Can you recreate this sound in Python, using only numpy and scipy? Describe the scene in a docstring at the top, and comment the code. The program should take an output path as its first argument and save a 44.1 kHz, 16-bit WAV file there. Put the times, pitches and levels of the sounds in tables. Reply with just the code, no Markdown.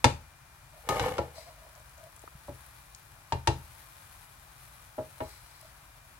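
"""A wooden spoon turns cooked rice in a big aluminium pot on a stove, close by in a small tiled kitchen.
Its knocks ring the pot's damped modes and shake the stove top. It scrapes down the wall in
stick-slip and rubs the metal under the rice. Moist grains crackle as they part and whisper along
the wall; a few clumps drop. The tiles add a short tail over quiet room noise and an appliance whine."""
import sys
import numpy as np
from scipy import signal
from scipy.fft import rfft, irfft, next_fast_len
from scipy.io import wavfile

SR = 44100
rng = np.random.default_rng(int(sys.argv[2]) if len(sys.argv) > 2 else 0)


def pcm_store(signal):
    """Save signal as 16-bit PCM."""
    levels = np.round(np.clip(np.atleast_2d(signal), -1, 1) * 32767)
    wavfile.write(sys.argv[1], SR, levels.astype(np.int16).T)


N = 273081
T = np.arange(N) / SR
RING = T[:SR * 7 // 10]  # time axis of one event, s

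# pot modes, damped by the rice: pitch_hz, level_db, t60_s
POT_MODES = [(290, -25, .13), (385, -25, .11), (440, -23, .13), (500, -20, .13), (575, -20, .13),
             (668, -16, .11), (791, -15, .14), (840, -10, .15), (960, -6, .055), (1100, -16, .09),
             (1340, -16, .12), (1590, -23, .07), (1766, -21, .12), (1857, -22, .12), (2159, -19, .1),
             (2400, -17, .06), (2800, -21, .12), (2929, -21, .12), (3580, -20, .07), (4000, -20, .09),
             (4310, -21, .09), (4970, -16, .07), (5730, -19, .07), (6360, -17, .06), (6900, -24, .07),
             (7570, -23, .06)]
# stove top modes: pitch_hz, level_db, t60_s
STOVE_MODES = [(76.25, -16, 0.44), (94.8, -3.5, 0.11), (129.1, -11.5, 0.27)]


def knocks(split_hz=750, belly_rise_s=0.013, stove_lag_s=0.008, contact_cycles=1.08):
    """Spoon on pot: the struck spot sounds first, the heavy belly swells, then the stove takes the blow."""
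    # blows: start_s, level_db, hardness_hz, belly_db, thump_db, note_hz, note_db, note_t60_s, belly_hz
    blows = [(0.043, -6.5, 8000, 3.5, -4, 945, 2, 0.046, 253.5),
             (0.8888, -20, 15100, 9, -5, 1244, -8.5, 0.33, 400),
             (0.9955, -21, 6500, -7, -2.5, 1557, -6, 0.064, 303),
             (1.0390, -25, 3170, -2, -2.5, 1010, -5, 0.041, 294),
             (1.0530, -31.5, 1000, -10, -4, 505, 13, 0.18, 309),
             (1.0820, -27.5, 2800, -10, -13, 511, -6, 0.098, 294),
             (1.1814, -25.5, 5700, 13.5, -5, 1350, 1, 0.054, 347),
             (1.1884, -20, 1100, 0, -5, 537, 22.5, .022, 337),
             (2.4817, -34, 1000, 9.5, 4.5, 579, 10, .087, 269),
             (3.3224, -21.5, 5140, 4.5, 4.5, 912, 5, 0.078, 412),
             (3.473, -13.5, 7800, 3.5, 2.5, 917, 0.5, 0.066, 336),
             (4.9800, -22, 740, 6.5, -9.5, 626, 2, 0.13, 261),
             (5.2038, -20.5, 1400, 3, -8.5, 637, -6, 0.15, 257)]
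    # spectrum of the dense wall modes: freq_hz, density_db
    crack_curve = [(200, -37), (500, 6), (1000, 3.5), (1500, -1), (3000, -0.5), (5500, -6.5), (8000, -6.5),
                   (11000, -10), (16000, -32)]
    wall_modes = [mode for mode in POT_MODES if mode[0] > split_hz]
    belly_modes = [mode for mode in POT_MODES if mode[0] <= split_hz]
    out = np.zeros((2, N))
    for start_s, db, hardness_hz, belly_db, thump_db, note_hz, note_db, note_t60_s, belly_hz in blows:
        crack = unit(colour(diffuse(len(RING)), crack_curve))
        crack *= undb(-6) * fade(0.038) + undb(-20) * fade(0.1)
        wood = undb(-9) * diffuse(len(RING)) * fade(0.031)
        wall = ring(wall_modes) + crack + wood
        boom = undb(-14) * unit(low(band(diffuse(len(RING)), 390, 337), split_hz)) * fade(0.14)
        belly = (ring(belly_modes) + boom) * undb(belly_db) + ring([(belly_hz, -7.5, 0.13)])
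        note = undb(note_db) * fade(note_t60_s) * np.sin(2 * np.pi * note_hz * RING)  # struck spot
        if note_hz < split_hz:
            note *= swell(belly_rise_s)
        # rice cushions the contact: less treble, slower start
        pot = low(wall, hardness_hz) + belly * swell(belly_rise_s) + note
        add(out, start_s, undb(db) * pot * swell(contact_cycles / hardness_hz))
        rumble = undb(-19) * unit(low(band(diffuse(len(RING)), 97.3, 98.4), 190, order=4)) * fade(0.35)
        stove = (ring(STOVE_MODES) + rumble) * swell(0.0043)
        add(out, start_s + stove_lag_s, undb(db + thump_db) * stove)
    return out


def scrape(tilt_db_per_oct=2, judder_db=2.4):
    """Wood sticks and slips on the wall: slips ring the pot and shake the stove, the wood grain hisses."""
    # resonances under the dragged spoon: centre_hz, width_hz, gain_db (before tilt)
    modes = [(498, 91, 2.5), (807, 35, 2.5), (873.6, 27, 1), (1064, 140, -8.5), (1190, 9.4, -6),
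             (1765, 37, -10.5), (2174, 80, -12), (2890, 180, -20.5), (3400, 76, -24)]
    # wood grain spectrum: freq_hz, density_db
    rasp_curve = [(500, 2), (1050, -18), (1500, 4), (2200, -3.5), (3700, -7), (5000, -8.5), (9000, -11.5),
                  (13000, -13), (15500, -24)]
    slips = grains(900, 2)
    drive = slips + 0.7 * diffuse(N)
    press = pressure(t60_s=0.58)
    tilt = undb(tilt_db_per_oct)  # the hard edge favours high resonances
    body = sum(undb(db) * tilt ** np.log2(hz / 800) * band(band(drive, hz, width_hz), hz, hz / 2)
               for hz, width_hz, db in modes)
    body /= np.sqrt(np.average(np.mean(body ** 2, axis=0), weights=press ** 2))  # rms 1 in the stroke
    shudder = undb(-9) * unit(sum(undb(db) * band(slips, hz, 33) for hz, db, _ in STOVE_MODES))
    rasp = unit(colour(0.9 * slips + diffuse(N), rasp_curve))
    judder = unit(undb(judder_db * wander(60)))  # the edge grabs and lets go
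    return judder * (undb(-31.5) * press * (body + shudder) + undb(-38.5) * pressure(t60_s=0.6) * rasp)


def pressure(t60_s, touch_s=0.833, bite_s=0.889, hold_s=0.18):
    """Force of the scraping edge: light touch, bite, hold, release."""
    touch = undb(-14.5) * stroke(touch_s, bite_s - touch_s, attack_s=0.028, t60_s=t60_s)
    bite = stroke(bite_s, hold_s, attack_s=0.0035, t60_s=t60_s)
    return np.maximum(touch, bite)


def rub(groan_hz=645, width_hz=65):
    """Buried in rice, the spoon draws a muffled groan from the pot."""
    # slips on the metal: start_s, length_s, level_db
    slips = [(0.72, 0.065, -58), (1.23, .03, -58), (1.36, 0.033, -51.5), (1.46, 0.027, -49.5),
             (1.56, 0.13, -59), (1.755, 0.017, -55.5), (1.965, 0.094, -56.5), (5.62, 0.045, -61)]
    drive = grains(700, 2.5) + 0.5 * diffuse(N)
    groan = unit(band(band(drive, groan_hz, width_hz), groan_hz, 4 * width_hz))
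    wall = sum(undb(db) * band(drive, hz, 3 / t60_s) for hz, db, t60_s in POT_MODES)
    return strokes(slips, attack_s=0.0067, t60_s=0.22) * (groan + undb(-6) * unit(low(wall, 3600)))


def rice(spots=8, spot_rate_hz=600, spread_db=2.5, resting_db=-63.5, settle_t60_s=5.5):
    """Moist grains crackle as they part and settle; the pot smears each spot differently."""
    # turns of the spoon: start_s, length_s, level_db
    turns = [(0.71, .1, -57.5), (1.25, 1, -60), (2.35, 0.44, -57), (3.52, 0.54, -53.5), (4.5, 0.18, -56),
             (4.95, 0.47, -56.5)]
    # crackle spectrum: freq_hz, density_db
    crackle_curve = [(400, -11.5), (1000, 2.5), (2000, -1), (3000, -5.5), (4500, -5.5), (6500, -8),
                     (9000, -2.5), (12000, -2.5), (14000, -5.5), (15500, -7)]
    smeared = 0
    for _ in range(spots):
        smear = rng.standard_normal((2, len(RING))) * fade(0.003)
        smeared += signal.fftconvolve(grains(spot_rate_hz, spread_db)[None], smear, axes=1)[:, :N]
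    clicks = np.array([grains(2 * spot_rate_hz, spread_db) for _ in range(2)])
    crackle = unit(colour(unit(smeared) + 0.45 * clicks, crackle_curve))
    flicker = undb(0.7 * wander(12))
    stirring = np.hypot(undb(resting_db), strokes(turns, attack_s=0.043, t60_s=settle_t60_s))
    return crackle * stirring * flicker


def sweep():
    """Grains sliding on the wall whisper in its high modes."""
    # pushes of rice along the metal: start_s, length_s, level_db
    pushes = [(1.34, 0.046, -48), (5.22, 0.12, -54), (5.43, 0.21, -60.5)]
    # high wall modes: centre_hz, width_hz, gain_db
    modes = [(2160, 370, 0), (4090, 160, 4.5), (4430, 64, 4), (4920, 110, 4), (5580, 69, -1),
             (6400, 110, -16), (7900, 320, -1)]
    drive = grains(2500, 3) + diffuse(N)
    wall = unit(sum(undb(db) * band(drive, hz, width_hz) for hz, width_hz, db in modes))
    hiss = 0.55 * unit(band(diffuse(N), 5000, 6000))
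    return strokes(pushes, attack_s=0.021, t60_s=0.45) * unit(wall + hiss)


def grain_snaps():
    """Single sticky grains snap with a high tick."""
    # snaps: start_s, peak_db, centre_hz
    snaps = [(1.752, -42, 6340), (1.797, -41, 9100), (1.8944, -40, 10000), (1.9797, -40, 7000),
             (2.1633, -35.5, 9500), (2.1932, -39, 8350), (2.218, -41, 8520), (2.665, -41, 11850),
             (2.948, -32, 7200), (5.6124, -37.5, 10970)]
    return bursts(snaps, t60_s=0.013, width_ratio=0.3)


def clump_drops():
    """Soft clumps fall off the spoon and land without ringing."""
    # landings: start_s, peak_db, centre_hz
    clumps = [(2.177, -46, 1300), (2.238, -37.5, 616), (2.2765, -30.5, 1160), (2.349, -39, 124)]
    return bursts(clumps, t60_s=0.018, width_ratio=1.6)


def tiles(x, wet_db=-9, t60_s=0.26, gap_s=0.0026):
    """Direct sound plus a short bright tail off the tiled walls."""
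    response = diffuse(len(RING)) * fade(t60_s) * (RING > gap_s)
    response /= np.sqrt(np.sum(response ** 2) / 2)
    bright = x - low(x, 298, order=1)
    return x + undb(wet_db) * signal.fftconvolve(bright, response, axes=1)[:, :N]


def kitchen(air_db=-54, whine_hz=2396, whine_db=-67):
    """Room rumble and hiss with a thin, slightly unsteady appliance whine."""
    # room noise spectrum: freq_hz, density_db
    air_curve = [(20, -25), (50, 2), (80, -4.5), (135, -3.5), (215, -22.5), (330, -23), (450, -28),
                 (600, -19), (950, -16.5), (1500, -16), (2400, -24), (3200, -27.5), (11000, -29.5),
                 (15500, -36.5)]
    waver_db = 0.35 * wander(5)
    air = unit(colour(diffuse(N), air_curve)) * undb(air_db + waver_db)
    pitch_hz = whine_hz + 10 * wander(30)
    return air + undb(whine_db) * np.sin(2 * np.pi * np.cumsum(pitch_hz) / SR)


def ring(modes, apart_hz=1800):
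    """Decaying modes, weighted anew per blow; high ones reach the two sides out of phase."""
    out = 0
    for hz, db, t60_s in modes:
        jitter_db, skew, polarity = rng.standard_normal(3)
        phase = np.pi * (polarity > 0) + np.array([[1], [-1]]) * skew * min(hz / apart_hz, 1)
        out += undb(db + jitter_db) * fade(t60_s) * np.sin(2 * np.pi * hz * RING + phase)
    return out


def bursts(rows, t60_s, width_ratio):
    """Short dead noise bursts, each around its own pitch."""
    out = np.zeros((2, N))
    for start_s, db, hz in rows:
        burst = band(diffuse(len(RING)) * fade(t60_s), hz, width_ratio * hz)
        burst = low(burst, 1.15 * hz, order=4)
        add(out, start_s, undb(db) * burst / np.abs(burst).max())
    return out


def grains(rate_hz, spread_db):
    """Random impulses, a few much stronger than the rest."""
    hit = rng.random(N) < rate_hz / SR
    return unit(hit * rng.standard_normal(N) * undb(spread_db * np.minimum(rng.exponential(size=N), 4)))


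def diffuse(size, apart_hz=900):
    """Stereo noise, shared in the bass, unrelated in the treble."""
    mid, side = rng.standard_normal((2, size))
    side = side - low(side, apart_hz, order=1)
    return unit(np.array([mid + side, mid - side]))


def wander(cutoff_hz):
    """Slow random drift, rms 1."""
    return unit(low(rng.standard_normal(N), cutoff_hz))


def stroke(start_s, length_s, attack_s, t60_s):
    """Gain of one movement: rise, hold, decay."""
    rise = 1 - np.exp(-np.maximum(T - start_s, 0) / attack_s)
    return rise * np.exp(-np.log(1000) * np.maximum(T - start_s - length_s, 0) / t60_s)


def strokes(rows, attack_s, t60_s):
    """Gain of several movements, summed in power."""
    return np.sqrt(sum((undb(db) * stroke(start_s, length_s, attack_s, t60_s)) ** 2
                       for start_s, length_s, db in rows))


def swell(tau_s):
    """Soft onset."""
    return 1 - np.exp(-RING / tau_s)


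def fade(t60_s):
    """Exponential decay."""
    return np.exp(-np.log(1000) * RING / t60_s)


def colour(x, curve):
    """Filter by a (freq_hz, gain_db) curve."""
    hz, db = np.transpose(curve)
    size = next_fast_len(x.shape[-1] + 2048)
    bin_hz = np.maximum(np.fft.rfftfreq(size, 1 / SR), 1)
    gain = undb(np.interp(np.log(bin_hz), np.log(hz), db))
    return irfft(rfft(x, size) * gain, size)[..., :x.shape[-1]]


def band(x, hz, width_hz):
    """One resonance, gain 1 at its centre."""
    return signal.lfilter(*signal.iirpeak(min(hz, 0.45 * SR), hz / width_hz, fs=SR), x)


def low(x, hz, order=2):
    """Low-pass."""
    return signal.sosfilt(signal.butter(order, min(hz, 0.45 * SR), fs=SR, output="sos"), x)


def add(out, start_s, sound):
    """Mix a sound in at start_s."""
    i = int(start_s * SR)
    out[:, i:i + sound.shape[-1]] += sound[..., :N - i]


def undb(db):
    """Decibels to gain."""
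    return 10 ** (np.asarray(db) / 20)


def unit(x):
    """Scale to rms 1."""
    return x / np.sqrt(np.mean(x ** 2))


def scene(left_lag_samples=4):
    """Pot and rice in the kitchen; the left side is louder and slightly later."""
    # shading of the right side, which faces away from the pot: freq_hz, gain_db
    right_shade = [(60, -2), (160, -4.5), (280, -0.5), (600, -0.5), (1500, -4), (4000, -4), (9000, -8),
                   (15000, -3.5)]
    food = rice() + sweep() + grain_snaps()
    drops = clump_drops()
    left, right = tiles(knocks() + scrape() + rub() + food) + drops + kitchen()
    return np.array([np.pad(left, (left_lag_samples, 0))[:N], colour(right, right_shade)])


def record(dry, cutoff_hz=15900):
    """Steep low-pass on the top treble."""
    return signal.sosfilt(signal.ellip(10, 0.2, 70, cutoff_hz, fs=SR, output="sos"), dry)


dry = scene()
out = record(dry)
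pcm_store(out)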